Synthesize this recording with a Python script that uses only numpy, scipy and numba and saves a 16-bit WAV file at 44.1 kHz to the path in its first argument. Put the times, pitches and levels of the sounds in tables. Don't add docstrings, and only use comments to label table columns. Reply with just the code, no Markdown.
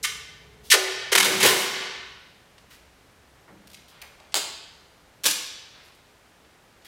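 import sys
import numpy as np
from scipy import signal
from scipy.fft import rfft, irfft
from scipy.io import wavfile
from numba import njit

SR = 44100
rng = np.random.default_rng(int(sys.argv[2]) if len(sys.argv) > 2 else 0)


def gain_from_decibels(decibels):
    exponent = np.asarray(decibels, float) / 20
    return 10 ** exponent


def log_audio(samples):
    frames = np.atleast_2d(samples).T
    limited = np.clip(frames, -1, 1)
    pcm = np.round(limited * 32767).astype(np.int16)
    wavfile.write(sys.argv[1], SR, pcm)


N = 303270


def unit(x):
    return x / np.sqrt(np.mean(x ** 2))


def band(x, low_hz, high_hz, order=2):
    edges = [low_hz, min(high_hz, SR / 2.2)]
    return signal.sosfilt(signal.butter(order, edges, "band", fs=SR, output="sos"), x)


def colour(x, points):
    hz, db = np.transpose(points)
    log_hz = np.log(np.fft.rfftfreq(2048, 1 / SR) + 1)
    log_gain = np.interp(log_hz, np.log(hz), db) * np.log(10) / 20
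    cepstrum = irfft(log_gain)
    cepstrum[1:1024] *= 2
    cepstrum[1025:] = 0
    taps = irfft(np.exp(rfft(cepstrum)))
    return signal.fftconvolve(x, taps / np.sqrt(np.sum(taps ** 2)))[:len(x)]


def ring(x, modes):
    out = 0
    for hz, width, db in modes:
        out = out + gain_from_decibels(db) * signal.lfilter(*signal.iirpeak(hz, hz / width, fs=SR), x)
    return out


def curve(rows):
    s, db = np.transpose(rows)
    return gain_from_decibels(np.interp(np.arange(N) / SR, s, db))


def swell(rows, rise_share, rise_max_ms=99.):
    out = []
    for s, length_ms, *rest in rows:
        rise_ms = min(rise_share * length_ms, rise_max_ms)
        out.append((s, rise_ms, length_ms - rise_ms, *rest))
    return out


@njit
def follow(x, attack, release):
    e, out = 0., np.empty(len(x))
    for i in range(len(x)):
        e += (x[i] - e) * (attack if x[i] > e else release)
        out[i] = e
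    return out


def crackle(size, share, spread_db):
    chance = rng.random((size, 2)).T
    slips = rng.standard_normal(size) * (chance[0] < share)
    return unit(slips * gain_from_decibels(-spread_db * np.log(1 - chance[1])))


def bursts(rows, share, spread_db, high_hz=18000):
    out = np.zeros(N + SR)
    t = np.arange(SR // 5) * 1000 / SR
    for s, rise_ms, fall_ms, db, low_hz, *top in rows:
        ramp = np.minimum(t / rise_ms, 1 - (t - rise_ms) / fall_ms)
        shape = np.sin(np.pi / 2 * np.clip(ramp, 0, 1))
        edges = low_hz, top[0] if top else high_hz
        grains = crackle(len(t), share, spread_db)
        loss = np.sqrt(np.mean(band(grains, *edges, order=4) ** 2))
        start = int(s * SR)
        out[start:start + len(t)] += band(shape * grains, *edges, order=4) * gain_from_decibels(db) / loss
    return out[:N]


def shop_air():
    # (frequency [Hz], relative level [dB])
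    air_spectrum = [(15, -41), (25, -10.5), (70, -8), (277, -8.5), (545, -8.5), (840, -10), (1100, -12),
                    (1480, -11.5), (2610, -16), (12500, -29), (15000, -33), (16000, -39.5)]
    return gain_from_decibels(-57) * colour(rng.standard_normal(N), air_spectrum)


def machinery():
    # (time [s], level [dB])
    rumble_level = [(0, -55.5), (.7, -55.5), (1.2, -53.5), (2.4, -63.5), (3.2, -63.5), (4.8, -64.5),
                    (6.88, -70)]
    wide = unit(band(rng.standard_normal(N), 50, 170))
    narrow = unit(band(rng.standard_normal(N), 55, 72))
    return unit(wide + 0.7 * narrow) * curve(rumble_level)


def faint_drone():
    # (time [s], level [dB])
    drone_level = [(0, -56), (.4, -61.5), (.9, -56.5), (1.2, -75.5)]
    centre_hz = 430
    return unit(band(rng.standard_normal(N), centre_hz - 25, centre_hz + 25)) * curve(drone_level)


def hall(x):
    # (frequency [Hz], time to fall 60 dB [s])
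    hall_t60 = [(125, 0.81), (500, 0.76), (1500, 1.01), (3000, 0.99), (5000, 0.94), (7000, 0.68),
                (10000, 0.5), (15000, 0.42)]
    hall_db, rise_ms = -5.5, 8.1
    nearby_db, nearby_t60 = -10, .3
    t = np.arange(int(1.6 * SR)) / SR
    centres = 90 * 2 ** np.arange(0, 7.7, 1 / 3)
    hz, seconds = np.transpose(hall_t60)
    t60s = np.interp(np.log(centres), np.log(hz), seconds)
    tail = np.zeros(len(t))
    for centre, t60 in zip(centres, t60s):
        noise = rng.standard_normal(len(t))
        tail += band(noise, centre / 2 ** (1 / 6), centre * 2 ** (1 / 6)) * gain_from_decibels(-60 * t / t60)
    nearby = rng.standard_normal(len(t)) * gain_from_decibels(-60 * t / nearby_t60)
    build = 1 - np.exp(-(t * 1000 / rise_ms) ** 2)
    echo = gain_from_decibels(hall_db) * unit(build * tail) + gain_from_decibels(nearby_db) * unit(build * nearby)
    return signal.fftconvolve(x, echo / np.sqrt(len(t)))[:N]


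def handling():
    # (time [s], level [dB], lowest [Hz], highest [Hz])
    ticks = [(2.580, -51.5, 900, 9000), (3.671, -49.5, 2200, 15000), (3.699, -51, 2800, 13900),
             (3.714, -51, 2800, 15000), (3.732, -48, 2500, 14700), (3.743, -41, 2240, 12000),
             (3.770, -58, 1500, 4500), (4.016, -40, 2000, 15180), (4.024, -55, 1620, 3000),
             (4.198, -54, 1500, 9000), (6.447, -62, 600, 6000), (6.820, -62.5, 2000, 7000)]
    # (time [s], length [ms], level [dB], lowest [Hz], highest [Hz])
    rustles = [(.630, 186, -50.5, 3010, 15200), (2.697, 82, -52, 1100, 14720),
               (3.476, 40, -57, 255.3, 1970), (3.500, 43, -63, 300, 900), (3.548, 44, -69, 250, 894),
               (3.876, 58, -55, 3000, 15300), (3.900, 270, -61, 490, 4080), (4.020, 49, -53, 400, 2680),
               (4.197, 25, -56.5, 586, 1300), (4.320, 20, -49.5, 1800, 9100), (4.230, 85, -66.5, 404, 3420),
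               (5.730, 210, -58.5, 596, 5430), (5.830, 94, -61, 4000, 13970), (5.945, 24, -59, 3980, 15000),
               (6.846, 34, -48, 1500, 15470)]
    # (frequency [Hz], relative level [dB])
    handling_colour = [(200, 4), (2200, 4.5), (4500, 2), (7000, -4), (16000, -5)]
    rise_ms, fall_ms = 1, 11.3
    rows = [(s, rise_ms, fall_ms, *rest) for s, *rest in ticks] + swell(rustles, rise_share=0.18)
    return colour(bursts(rows, share=.25, spread_db=1.8), handling_colour)


def tear():
    # (time [s], length [ms], level [dB], lowest [Hz])
    tear_stages = [(5.235, 4.4, -31, 1500), (5.238, 15, -25, 396), (5.251, 30, -14.5, 306),
                   (5.272, 24, -20.5, 610), (5.292, 35, -23, 1800), (5.308, 10, -22, 1800)]
    # (frequency [Hz], relative level [dB])
    tear_colour = [(88, -50), (150, -9), (524, -12.5), (821, -14.5), (1060, -9.5), (2060, -10), (3220, -4),
                   (4490, -6), (11300, -10), (16000, -20)]
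    return colour(bursts(swell(tear_stages, rise_share=0.47), share=.3, spread_db=1.5), tear_colour)


def snap():
    # (time [s], fall [ms], level [dB], lowest [Hz])
    snap_parts = [(4.342, 6.1, -18.5, 514), (4.352, 28, -21, 150), (4.370, 37, -27, 149)]
    # (frequency [Hz], relative level [dB])
    snap_colour = [(120, -21.5), (450, -8), (1200, -11.5), (2300, -12), (3300, -5.5), (5000, -6.5),
                   (5900, -17.5), (6600, -6), (8500, -8.5), (9500, -14), (16000, -22)]
    rise_ms = 0.55
    rows = [(s, rise_ms, *rest) for s, *rest in snap_parts]
    return colour(bursts(rows, share=.25, spread_db=1.8), snap_colour)


def strip_thrum():
    # (time [s], length [ms], relative level [dB])
    flaps = [(1.150, 200, -29.5), (1.240, 360, -29.5), (1.410, 71, -20), (3.485, 104, -54.5),
             (3.545, 250, -61.5), (5.245, 92, -45)]
    # (frequency [Hz], width [Hz], relative level [dB])
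    strip_modes = [(114.7, 5.7, -4), (179, 51, -9), (200, 23, 3), (300, 28.3, 0)]
    rows = [(*row, 102, 345) for row in swell(flaps, rise_share=.3)]  # lowest, highest Hz
    return gain_from_decibels(3.0) * ring(bursts(rows, share=0.89, spread_db=1.0), strip_modes)


def knocks():
    # (time [s], relative level [dB])
    jolts = [(.736, -1), (.772, -7), (1.121, -3.5), (1.151, -11), (1.237, -9.5), (1.432, 5), (1.455, 11)]
    push_ms = 1.3
    s, db = np.transpose(jolts)
    out = np.zeros(N)
    out[(s * SR).astype(int)] = gain_from_decibels(db)
    pushes = np.convolve(out, np.hanning(int(push_ms * SR / 1000)))[:N]
    return band(pushes, 371, 560, order=3)


def hollow_core():
    # (time [s], length [ms], relative level [dB])
    drags = [(.740, 59, -18), (1.125, 76, -28), (1.240, 124, -23), (1.428, 160, -13.5)]
    # (frequency [Hz], width [Hz], relative level [dB])
    core_modes = [(377, 20, 1), (422, 26, -3), (500, 110, -5), (620, 90, -10), (750, 140, -12)]
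    # (frequency [Hz], width [Hz], relative level [dB])
    tank_modes = [(380, 3.14, 3)]
    rows = [(*row, 345, 820) for row in swell(drags, rise_share=0.22)]  # lowest, highest Hz
    core = ring(knocks() + bursts(rows, share=0.96, spread_db=2.5), core_modes)
    return gain_from_decibels(5.5) * (core + ring(core, tank_modes))


def glue_releases():
    # (time [s], relative level [dB], slip rate [Hz])
    jerks = [(0.028, -26, 4464), (0.035, -29, 1600), (.043, -22, 1200), (1.117, -20, 900),
             (1.125, -17, 900), (1.149, -10, 900), (1.174, -8, 800), (1.197, -8, 600), (1.222, -10, 1000),
             (1.399, -13.5, 400), (1.426, -6.5, 199)]
    # (time [s], length [ms], relative level [dB], slip rate [Hz])
    pulls = [(.700, 46, -15, 2420), (.712, 53, -9.5, 1350), (.736, 28, -12, 749), (1.240, 44, -10.5, 374),
             (1.262, 190, -19.5, 404), (1.411, 23, -16, 400), (1.440, 100, -4.5, 137.4),
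             (1.491, 196, -13.5, 191)]
    rise_ms, fall_ms = 6.5, 15.5
    rows = [(s, rise_ms, fall_ms, db, slip_hz) for s, db, slip_hz in jerks]
    return rows + swell(pulls, rise_share=0.2, rise_max_ms=19)


def sizzle(releases):
    level_db, knee_hz, db_per_octave = -9.5, 250, 7.5
    rows = []
    for s, rise_ms, fall_ms, db, slip_hz in releases:
        octaves = max(np.log2(slip_hz / knee_hz), 0)
        rows.append((s, rise_ms, fall_ms, db + level_db - db_per_octave * octaves, 7600, 15500))
    return bursts(rows, share=0.28, spread_db=0.5)


def glue_slips(releases):
    # (frequency [Hz], relative level [dB])
    rip_colour = [(100, 3), (600, -8), (1200, -1.5), (2500, -1), (6000, -2.5), (12000, -8), (16000, -22)]
    # (frequency [Hz], width [Hz], relative level [dB])
    roll_modes = [(614, 17, -26.5), (1000, 149, 3.5), (1470, 190, -5.5), (1800, 78, 3.5), (2120, 250, 0),
                  (2980, 590, -2), (3820, 260, -8), (5100, 130, -19)]
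    slips = colour(bursts(releases, share=.4, spread_db=1), rip_colour)
    return gain_from_decibels(-1.5) * (slips + ring(slips, roll_modes))


def scene():
    releases = glue_releases()
    rips = glue_slips(releases) + sizzle(releases) + hollow_core() + strip_thrum()
    near = rips + snap() + tear() + handling()
    background = shop_air() + machinery() + faint_drone()
    return np.tile(near + hall(near) + background, (2, 1))


def band_limit(x):
    return signal.sosfilt(signal.butter(12, 16460, fs=SR, output="sos"), x)


def record(dry, top_db=-20, ratio=5., attack_ms=30., release_ms=170.):
    power = follow(dry[0] ** 2, 1000 / (8. * SR), 1000 / (20. * SR))
    over_db = np.maximum(10 * np.log10(power + 1e-12) - top_db, 0) * (1 - 1 / ratio)
    cut_db = follow(over_db, 1000 / (attack_ms * SR), 1000 / (release_ms * SR))
    x = dry * gain_from_decibels(-cut_db)
    x = x / (1 + (x / .9) ** 6) ** (1 / 6)
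    x = x - .45 * signal.lfilter(*signal.iirpeak(11300, 45, fs=SR), x)
    x = signal.sosfilt(signal.ellip(6, .3, 50, 15900, fs=SR, output="sos"), x)
    return band_limit(x)


dry = scene()
out = record(dry)
log_audio(out)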